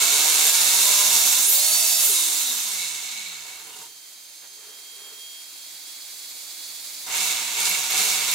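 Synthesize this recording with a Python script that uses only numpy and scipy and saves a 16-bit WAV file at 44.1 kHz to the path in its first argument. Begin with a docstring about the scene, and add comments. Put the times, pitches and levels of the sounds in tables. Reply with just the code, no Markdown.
"""A model car's gears chatter on a bench, close to a stereo microphone: its brushless motor creeps up,
revs to a whine and coasts to rest. A tiny cooling fan hisses and whistles while a finger presses the
speed controller; then come four short blips of throttle. Loose gear teeth rattle through the resonances
of gearbox and chassis, and the motor's hum and whine follow multiples (orders) of the shaft speed."""
import sys
import numpy as np
from scipy import signal
from scipy.fft import rfft, irfft, next_fast_len
from scipy.io import wavfile
from scipy.ndimage import uniform_filter1d, map_coordinates

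SR = 44100
rng = np.random.default_rng(int(sys.argv[2]) if len(sys.argv) > 2 else 0)


def wrap_up_sound(samples):
    """Save the sound to the file named by the first command line argument, as 16-bit audio."""
    columns = np.atleast_2d(samples).T
    # keep every value between -1 and 1, then stretch to whole-number steps
    tamed = np.clip(columns, -1, 1)
    steps = np.round(tamed * 32767).astype(np.int16)
    wavfile.write(sys.argv[1], SR, steps)


N = 367794
TIME = np.arange(N) / SR
BASS_EDGE_HZ, TOP_HZ = 136, 15780  # so small a car radiates little below the bass edge

# The motor creeps, revs and is braked. Each row: time in seconds, shaft speed in turns a second.
FIRST_RUN = [(0.0, 135.3), (0.08, 135.3), (0.24, 156.0), (0.45, 155.0), (0.59, 173.4), (0.89, 202.0),
             (1.06, 203.3), (1.27, 225.9), (1.33, 253.5), (1.38, 254), (1.42, 272), (1.46, 325),
             (1.53, 525.7), (1.58, 582.7), (1.68, 632.1), (1.81, 653.4), (2.02, 655.6), (2.06, 530),
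             (2.1, 415), (2.14, 357), (2.18, 342.9)]
# Blips of throttle. Each row: start and length in seconds, turns a second asked for during the blip
# and after it, load on the gears.
THROTTLE_BLIPS = [(7.053, 0.19, 204, 110, 0.63), (7.549, 0.14, 208, 115, 0.66), (7.9, 0.18, 212, 120, 0.81),
                  (8.261, 0.14, 223, 124, 0.61)]
# How the gears' highest band follows the shaft. A level law lists: dB at full speed, full speed in turns
# a second, dB lost per halving of speed, floor in dB, dB added by load in the creep and in the blips.
SIZZLE_LAW = (-23.5, 405, 11.5, -50.5, 15, 8.5)


def amp(db):
    """Decibels to gain."""
    return 10 ** (np.asarray(db) / 20)


def unit(x):
    """Scale to rms 1."""
    return x / np.sqrt(np.mean(x ** 2) + 1e-20)


def along(points, hz):
    """Interpolate (Hz, value) points on a log axis."""
    freqs, values = np.transpose(points)
    return np.interp(np.log(hz + 1), np.log(freqs + 1), values)


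def curves(table):
    """One value per sample for each column after the time."""
    times, *columns = np.transpose(table)
    return [np.interp(TIME, times, column) for column in columns]


def swells(table):
    """Smooth bumps of gain from rows of peak time in seconds, dB, half length in seconds."""
    return sum(amp(db) * np.exp(-.5 * ((TIME - s) / half) ** 2) for s, db, half in table)


def wobble(rate):
    """A smooth random curve, rate knots a second."""
    return map_coordinates(rng.standard_normal(int(N * rate / SR) + 4), [TIME * rate])


def lag(x, lag_s):
    """x followed sluggishly, as by a mass."""
    step = 1 / (lag_s * SR)
    return signal.lfilter([step], [1, step - 1], x)


def filtered(x, response):
    """x through a frequency response."""
    size = next_fast_len(N + SR // 4)
    return irfft(rfft(x, size) * response(np.fft.rfftfreq(size, 1 / SR)), size)[..., :N]


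def above(hz, edge_hz):
    """A steep high-pass gain."""
    return np.sqrt(1 - 1 / (1 + (hz / edge_hz) ** 12))


def peak(hz, centre_hz, width_hz):
    """One resonance of height 1."""
    return 1 / (1 + (2 * (hz - centre_hz) / width_hz) ** 2)


def resonances(modes, hz):
    """Gain of (Hz, width Hz, dB) peaks with nothing between them."""
    return sum(amp(db) * peak(hz, centre, width) for centre, width, db in modes)


def lifts(modes, hz):
    """Gain of (Hz, width Hz, dB lift) peaks on a flat response."""
    return amp(sum(db * peak(hz, centre, width) for centre, width, db in modes))


def noise(response):
    """Unrelated mid and side noises of rms 1, coloured by a frequency response."""
    return unit(filtered(rng.standard_normal((2, N)), response))


def rush(spectrum):
    """Noise with a (Hz, dB) spectrum."""
    return noise(lambda hz: amp(along(spectrum, hz)))


def ringing(modes):
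    """Noise in (Hz, width Hz, dB) resonances."""
    return noise(lambda hz: resonances(modes, hz))


def partial(angle, flutter_db, rate):
    """A fluttering tone of rms 1, a quarter cycle apart in mid and side."""
    phase = angle + rng.uniform(0, 2 * np.pi)
    return unit(amp(flutter_db * wobble(rate)) * np.array([np.sin(phase), np.cos(phase)]))


def shaft_tones(orders, angle, jitter_rad, jitter_rate, flutter_rate):
    """Tones locked to the shaft by (order, dB) rows, each with its own phase jitter."""
    return sum(amp(db) * partial(order * angle + jitter_rad * wobble(jitter_rate), 3, flutter_rate)
               for order, db in orders)


def body(hz):
    """Gain of the gearbox and chassis."""
    # The broad shape. Each row: frequency in Hz, gain in dB.
    shape = [(30, -49), (100, -39), (230, -26), (560, -20.5), (1100, -26), (1850, -13.5), (2350, -10),
             (3050, -3), (3550, 6.5), (4000, 6.5), (5200, 4), (7300, 3.5), (10500, -5.5), (12500, -6),
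             (15600, -13)]
    # The resonances. Each row: centre and width in Hz, lift in dB.
    modes = [(333, 5.3, 12), (427, 18, 13), (669, 48, 7.5), (761, 45, 14), (918, 71, 13.5), (1005, 82, 14),
             (1115, 43, 11), (1214, 130, 8), (1325, 52, 5), (1420, 74, 7.5), (1475, 19, 5), (1633, 67, 5),
             (2065, 42, 4.5), (2100, 100, 2.5), (2221, 64, 10), (2416, 27, 6), (2664, 170, 5.5),
             (4164, 22, 8), (5780, 240, 4.5), (6450, 210, 6), (7330, 1400, 6), (8790, 100, 7.5),
             (9200, 120, 1.5)]
    return amp(along(shape, hz)) * lifts(modes, hz)


def frame_ring(x, t60, ring_db):
    """Countless small parts of the frame ring on after each contact."""
    t = np.arange(SR // 4) / SR
    tail = rng.standard_normal((2, len(t))) * amp(-60 * t / t60)
    echo = signal.fftconvolve(x, tail / np.linalg.norm(tail[0]), axes=1)[:, :N]
    return x + amp(ring_db) * filtered(echo, lambda hz: above(hz, edge_hz=980))


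def turning(speed, slowest=12):
    """A gain that fades to silence below the slowest speed, in turns a second."""
    return np.clip(speed / slowest, 0, 1) ** 2


def acceleration(speed):
    """Smoothed change of speed, in turns a second per second."""
    return uniform_filter1d(np.gradient(speed) * SR, size=2000)


def strength(law, speed, loads):
    """Gain from a level law: it grows with speed up to a limit, and with chatter under load."""
    full_db, full_speed, halving_db, floor_db, creep_db, blip_db = law
    halvings = np.maximum(np.log2(full_speed / (speed + 1)), 0)
    free_db = np.maximum(full_db - halving_db * halvings, floor_db)
    return turning(speed) * amp(free_db + creep_db * loads[0] + blip_db * loads[1])


def shaft(stick_speed=11, chatter_speed=139, smooth_speed=354, trigger_s=.02, inertia_s=.065):
    """Shaft speed in turns a second, and the chattering load in the creep and in the blips."""
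    friction, drag = 106, .6  # lost each second: turns a second, share of the speed
    release_s, release_speed = FIRST_RUN[-1]
    coast = (release_speed + friction / drag) * np.exp(-drag * (TIME - release_s)) - friction / drag
    driven = TIME < release_s
    run = uniform_filter1d(np.where(driven, curves(FIRST_RUN)[0], coast * (coast > stick_speed)), 900)
    asked, load = np.zeros((2, N))
    for s, length, top, after, blip_load in THROTTLE_BLIPS:
        asked = np.where(TIME < s, asked, np.where(TIME < s + length, top, after))
        load = np.where(TIME < s, load, blip_load)
    # the throttle lags behind the finger, the shaft behind the throttle
    blips = lag(lag(asked, trigger_s), inertia_s)
    # a kick only bites once the shaft is under way
    kick = np.clip(1 - blips / (asked + 1), 0, 1) * turning(blips, slowest=210)
    speed = np.abs(run + blips)
    chatter = np.clip((smooth_speed - speed) / (smooth_speed - chatter_speed), 0, 1)
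    return speed, chatter * lag(np.array([driven, load + kick]), lag_s=0.00081)


def fan(swell_start_s=4.48, hiss_db_per_s=3.5, low_db_per_s=2.5):
    """The cooling fan's hiss and thin drifting whistle, heard louder in the second half."""
    # The whistle. Each row: time in seconds, pitch in Hz, level in dB.
    whistle_path = [(3.0, 3168, -68), (3.9, 3168, -57), (4.37, 3176, -63), (4.7, 3208, -54.5),
                    (4.96, 3229, -50.5), (5.15, 3233, -50.5), (5.38, 3237, -47), (5.52, 3245, -56),
                    (5.63, 3260, -52), (5.73, 3276, -56), (5.92, 3305, -53), (6.05, 3322, -58),
                    (6.25, 3358, -53), (6.42, 3375, -55), (6.6, 3380, -51.5), (7.04, 3368, -56.5)]
    # Its overtones swell in the housing. Each row: level in dB, resonance and width in Hz, lift in dB.
    overtones = [(-66, 6380, 110, 12), (-68, 9670, 160, 12)]
    # The hiss and the low rush of air. 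Each row: frequency in Hz, relative level in dB.
    hiss_spectrum = [(880, -48), (1500, -27), (2220, -10.5), (3080, -15.5), (3270, -10.5), (3570, -5),
                     (3880, -3), (4150, -1.5), (4550, -0.5), (4850, -4.5), (5400, -5.5), (6200, -8),
                     (7260, -4.5), (8660, -10), (9750, -8), (12100, -14), (13600, -9.5), (15800, -15)]
    low_spectrum = [(15, -64), (25, -36), (70, -31), (96, -31), (129, -12.5), (221, -16.5), (294, -6),
                    (417, -9.5), (772, -6), (1200, -7), (2500, -5.5), (3250, -6.5), (5500, -120)]
    swell_s = np.maximum(TIME - swell_start_s, 0)
    pitch, whistle_db = curves(whistle_path)
    angle = 2 * np.pi * np.cumsum(pitch + 2 * wobble(25)) / SR
    overtones_db = [db + lift * peak(k * pitch, hz, width)
                    for k, (db, hz, width, lift) in enumerate(overtones, 2)]
    # the whistle wavers more toward the end
    whistle = sum(amp(db) * partial(k * angle, flutter_db=1.2 + swell_s, rate=16)
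                  for k, db in enumerate([whistle_db] + overtones_db, 1))
    air = unit(frame_ring(rush(hiss_spectrum), t60=0.11, ring_db=-4.5)) * amp(0.49 * wobble(50))
    hiss = amp(-45.5 + hiss_db_per_s * swell_s) * air
    low_air = amp(-59.5 + low_db_per_s * swell_s) * rush(low_spectrum)
    return hiss + low_air + whistle


def finger(boom_hz=420, width_hz=90):
    """A fingertip rubs on the controller, and the chassis booms softly under it."""
    # Each row: peak time in seconds, level in dB, half length in seconds, boom against the rub in dB.
    presses = [(4.444, -52.5, 0.017, -26), (4.675, -56, 0.094, -5.5), (5.067, -55.5, 0.1, -4.5)]
    # Rubbing skin. Each row: frequency in Hz, relative level in dB.
    skin_spectrum = [(25, -65), (100, -22), (300, -6.5), (900, -1), (1700, 0), (3000, -4), (8000, -32)]
    skin = rush(skin_spectrum)
    boom = unit(filtered(rush(skin_spectrum), lambda hz: peak(hz, boom_hz, width_hz)))
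    rubs = sum(swells([bump]) * (skin + amp(boom_db) * boom) for *bump, boom_db in presses)
    return rubs * amp(1.1 * wobble(60))


def rocking(speed, angle, sway_hz=200, width_hz=170):
    """The magnets tug twice and four times a turn; the chassis sways when either meets its own note."""
    twice, four_times = (partial(order * angle, flutter_db=2, rate=20) for order in (2, 4))
    tugs = amp(-65) * turning(speed) * (twice + amp(-10) * four_times)
    return filtered(tugs, lambda hz: above(hz, BASS_EDGE_HZ) * peak(hz, sway_hz, width_hz))


def jolts():
    """A sudden change of torque makes the chassis ring and boom."""
    # Each row: peak time and half length in seconds, ring and boom levels in dB.
    shudders = [(2.09, 0.035, -56, -48), (3.68, 0.04, -60, -61), (3.823, 0.06, -61, -60),
                (7.14, 0.04, -45, -66), (7.61, 0.025, -39, -66)]
    # Chassis resonances. Each row: centre and width in Hz, relative level in dB.
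    ring_modes = [(950, 110, 0), (1450, 110, -12)]
    boom_modes = [(150, 43, -12), (337, 30, -6.5), (434, 56, 1), (760, 46, -1)]
    rings = swells([(s, ring_db, half) for s, half, ring_db, _ in shudders])
    booms = swells([(s, boom_db, half) for s, half, _, boom_db in shudders])
    return rings * ringing(ring_modes) + booms * ringing(boom_modes)


def rubbing(rough_db=2.5):
    """The slow drivetrain rubs in ringing swells, and its slack teeth rattle just before it stops."""
    # Rubs and last rattle. Each row: peak time in seconds, level in dB, half length in seconds.
    scrapes = [(0.12, -33.5, 0.15), (2.58, -51, .05), (2.83, -38, 0.075), (3.134, -40.5, 0.095),
               (3.323, -44, 0.066), (3.53, -47, 0.089), (7.3, -38, 0.087), (7.71, -38, 0.06),
               (8.05, -36, 0.08), (8.32, -34, 0.03)]
    last_turns = [(3.77, -50, 0.06)]
    # Their resonances. Each row: centre and width in Hz, relative level in dB.
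    scrape_modes = [(2237, 124, -3), (2700, 74, -10), (3830, 310, -8.5), (4190, 120, -6.5)]
    slack_modes = [(2820, 330, -1), (3550, 80, -2), (3740, 90, 0)]
    rubs = swells(scrapes) * ringing(scrape_modes) + swells(last_turns) * ringing(slack_modes)
    return rubs * unit(amp(rough_db * wobble(90)))


def coasting(speed, angle, release_db=-35, halving_db=13):
    """Freewheeling gears sing in whines that flare as they fall through the gear case's resonances."""
    # The whines. Each row: shaft order, relative level in dB.
    orders = [(7, -2), (8, -3), (11, 3), (13, -3), (15, 6), (17, -2)]
    # The gear case. Each row: centre and width in Hz, gain in dB.
    case_modes = [(2170, 200, -3.5), (3730, 260, 0), (4150, 240, -4.5)]
    release_s, release_speed = FIRST_RUN[-1]
    free = np.clip((TIME - release_s) / .04 + 2.5, 0, 1) * (TIME < THROTTLE_BLIPS[0][0])
    level = free * turning(speed) * amp(release_db - halving_db * np.log2(release_speed / (speed + 1)))
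    whines = shaft_tones(orders, angle, jitter_rad=.45, jitter_rate=120, flutter_rate=50)
    return filtered(level * whines, lambda hz: resonances(case_modes, hz))


def tinks(speed, loads, tinks_per_s=14, t60=0.031):
    """The chatter shakes a small loose steel part, which rings briefly and very high."""
    # The loudest tinks; lesser ones fall at random. Each row: start in seconds, level in dB.
    loudest = [(0.277, -22), (0.333, -23), (0.443, -21), (0.468, -18), (7.602, -26), (7.695, -20),
               (7.79, -31), (7.908, -26), (8.053, -24), (8.313, -23)]
    # The steel's modes. Each row: frequency in Hz, relative level in dB.
    steel_modes = [(11250, -1), (11900, 0), (12350, -3), (12800, -2), (13300, -15)]
    shaken = (rng.random(N) < tinks_per_s / SR) * loads.sum(axis=0)
    shaken *= strength(SIZZLE_LAW, speed, loads) * amp(2 + 2 * rng.standard_normal(N))
    for s, db in loudest:
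        shaken[round(s * SR)] = amp(db)
    t = np.arange(SR // 20) / SR
    out = np.zeros((2, N + len(t)))
    for start in np.flatnonzero(shaken > amp(-50)):
        tink = sum(amp(db + rng.normal(0, 3))
                   * np.sin(2 * np.pi * (hz * rng.normal(1, .008) * t + rng.random((2, 1))))
                   for hz, db in steel_modes)
        out[:, start:start + len(t)] += shaken[start] * unit(tink) * amp(-60 * t / t60)
    return out[:, :N]


def judder(speed, loads, creep_db=-38.5, blip_db=-31.5, rough_db=2.5):
    """Loaded at low speed, the drivetrain gives a rough, ringing rasp."""
    # Its resonances. Each row: centre and width in Hz, relative level in dB.
    modes = [(960, 90, -10.5), (2110, 70, -8), (2245, 71, 2.5), (2350, 72, -3.5), (2734, 70, -1)]
    level = (amp([creep_db, blip_db]) @ loads) * turning(speed, slowest=172)
    return level * unit(ringing(modes) * amp(rough_db * wobble(70)))


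def clacks(t60=0.033, gain_db=-9, bright_hz=7000):
    """Teeth cross their backlash with bright clicks as the shaft stops and in the first three blips."""
    # Each row: start in seconds, relative level in dB.
    hits = [(3.7654, -30), (3.7878, -29), (3.8172, -32), (7.206, -12), (7.655, -12), (7.978, -8.5)]
    bursts = sum(amp(db - 60 * np.abs(TIME - s) / t60) * (TIME >= s) for s, db in hits)
    return amp(gain_db) * bursts * noise(lambda hz: body(hz) * np.hypot(1, hz / bright_hz))


def motor(speed, angle, loads, settle_rate=1500, gear_ratio=2.835, plate_hz=762, foot_hz=140):
    """Unbalance hums; buzz and whine swell as they sweep through resonances of mount, can and chassis."""
    # Level laws of hum, buzz and whine, listed like SIZZLE_LAW.
    hum_law = (-47.5, 426, 13, -90, 3.5, 12)
    buzz_law = (-39, 650, 9, -68, 21, 6)
    whine_law = (-36, 658, 18, -90, 23, 33)
    # Cogging buzz and magnet whine. 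Each row: shaft order, relative level in dB.
    buzz_orders = [(2, -18.5), (3, -13), (4, -19), (5, -13.5), (6, -17), (7, -14), (8, -11), (10, -7),
                   (11, -12)]
    whine_orders = [(4, -5), (7, -6.5), (8, 0), (9, -7), (10, -11), (11, -6.5), (13, -7), (14, -3),
                    (15, -5), (22, -5)]
    # The motor's mount and can. Each row: centre and width in Hz, lift in dB.
    mount_modes = [(415, 50, 2), (610, 30, 3), (660, 40, 4), (760, 40, 7), (950, 40, 3), (1020, 55, 11)]
    can_modes = [(3850, 450, 5), (4450, 260, 6), (5050, 170, -12)]
    buzz = shaft_tones(buzz_orders, angle, jitter_rad=.3, jitter_rate=90, flutter_rate=22)
    buzz *= strength(buzz_law, speed, loads)
    # the mount passes only the low part of the cogging
    buzz = filtered(buzz, lambda hz: lifts(mount_modes, hz) * (1 - above(hz, edge_hz=2400) ** 2))
    # the rotor shivers in its bearings, which frays the whine
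    whine = shaft_tones(whine_orders, angle, jitter_rad=.4, jitter_rate=260, flutter_rate=60)
    whine = filtered(whine, lambda hz: lifts(can_modes, hz))
    # clean tones only stand out while the speed changes slowly
    settled = 1 / (1 + (acceleration(speed) / settle_rate) ** 2)
    whine = filtered(settled * strength(whine_law, speed, loads) * whine, body)
    # near full speed the geared-down shaft adds a lower note and the chassis plate rings
    fast = np.clip(speed / 650, 0, 1) ** 4
    low_note = amp(-14) * partial(angle / gear_ratio, flutter_db=-1, rate=20)
    plate = amp(-2) * ringing([(plate_hz, 25, 0)])
    # play in the bearings roughens the hum, most while the speed changes or the throttle kicks
    play = (.3 + .6 * (1 - settled) + .4 * loads[1]) * wobble(110)
    unbalance = (0.76 + 0.29 * settled) * partial(angle + play, flutter_db=3, rate=40)
    hum = strength(hum_law, speed, loads) * (unbalance + fast * (low_note + plate))
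    # the car bounces on its feet at one low note
    bass = filtered(hum + buzz, lambda hz: above(hz, BASS_EDGE_HZ) * lifts([(foot_hz, 30, 3)], hz))
    return whine + bass


def scream(speed, angle, loads, smear_hz=1050, strain_db=9.5, strain_rate=3100, braking_share=0.19):
    """Backlash jitters the tooth rate into gliding bands, loudest while the speed changes fast."""
    # The meshing teeth. Each row: shaft order, relative level in dB.
    mesh_orders = [(15, -15), (19, -14.5), (27, 1.5), (55, 0.5)]
    rate = acceleration(speed)
    strain = np.abs(rate) * np.where(rate > 0, 1, braking_share) / strain_rate
    # The level law, listed like SIZZLE_LAW.
    law = (-32, 435, 10.5, -90, 11, 5.5)
    level = strength(law, speed, loads) * amp(strain_db * np.sqrt(strain))
    bands = np.zeros((2, N))
    for order, db in mesh_orders:
        in_range = np.clip((TOP_HZ - order * speed) / 1000 + 1, 0, 1)
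        for wave in (np.sin, np.cos):
            jitter = noise(lambda hz: np.exp(-.5 * (hz / smear_hz) ** 2))
            bands += amp(db) * in_range * jitter * wave(order * angle)
    return level * bands


def gears(speed, angle, loads, contacts_per_turn=42, spread_db=2.5, slide_db=-2, runout=0.18):
    """Loose teeth strike at random, harder once a turn, and slide in between."""
    # Level laws of the three bands under the sizzle, low to high, listed like SIZZLE_LAW.
    knock_law = (-43, 327, 6.5, -54, 13.5, 15)
    whirr_law = (-38.5, 419, 4.5, -63, 11.5, 13)
    rasp_law = (-25.5, 337.5, 7.5, -47.5, 12.5, 8)
    struck = rng.random(N) < contacts_per_turn * speed / SR
    sizes = amp(spread_db * np.clip(rng.standard_normal(N), -2, 2))
    strikes = unit(struck * sizes * rng.choice([-1, 1], (2, N)))
    force = (strikes + amp(slide_db) * rng.standard_normal((2, N))) * (1 + runout * np.cos(angle))
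    # speed and load set the level, however dense the strikes are
    force /= np.sqrt(np.abs(uniform_filter1d(force ** 2, size=4000)))
    # bending waves carry treble faster than bass, spreading each strike over a few milliseconds
    bent = filtered(force, lambda hz: np.exp(-2j * np.sqrt(hz)))
    case = filtered(frame_ring(bent, t60=0.12, ring_db=-8), body) * amp(0.64 * wobble(45))
    over_knock, over_whirr, over_rasp = (filtered(case, lambda hz: above(hz, edge_hz) ** 2)
                                         for edge_hz in (1780, 2850, 9500))
    bands = [(knock_law, case - over_knock), (whirr_law, over_knock - over_whirr),
             (rasp_law, over_whirr - over_rasp), (SIZZLE_LAW, over_rasp)]
    return sum(strength(law, speed, loads) * unit(band) for law, band in bands)


def scene(side_trim_db=-1.5):
    """The car on its bench, summed as mid and side and spread over a close pair of microphones."""
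    # Stereo width. Each row: frequency in Hz, side against mid in dB before the trim.
    width = [(60, -10), (110, -23), (200, -36), (380, -15), (700, -5.5), (1290, -5.5), (2380, -1.5),
             (4400, -3.5), (8120, -1), (15000, -1)]
    # Balance. Each row: frequency in Hz, left against right in dB.
    balance = [(60, -3), (110, 1), (200, -0.5), (380, -0.5), (700, -1.5), (1290, -1), (2380, -3),
               (4400, -1.5), (8120, -5.5), (15000, -1)]
    speed, loads = shaft()
    angle = 2 * np.pi * np.cumsum(speed + 0.599 * wobble(30)) / SR
    drive = gears(speed, angle, loads) + scream(speed, angle, loads) + motor(speed, angle, loads)
    drive += rocking(speed, angle) + coasting(speed, angle)
    rattles = rubbing() + jolts() + tinks(speed, loads) + judder(speed, loads) + clacks()
    mid, side = drive + rattles + fan() + finger()
    side = filtered(side, lambda hz: amp(along(width, hz) + side_trim_db))
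    left_right = np.array([mid + side, mid - side])
    return filtered(left_right, lambda hz: amp(np.outer([.5, -.5], along(balance, hz))))


def record(dry):
    """The microphones pass nothing above TOP_HZ."""
    return filtered(dry, lambda hz: hz < TOP_HZ)


dry = scene()
out = record(dry)
wrap_up_sound(out)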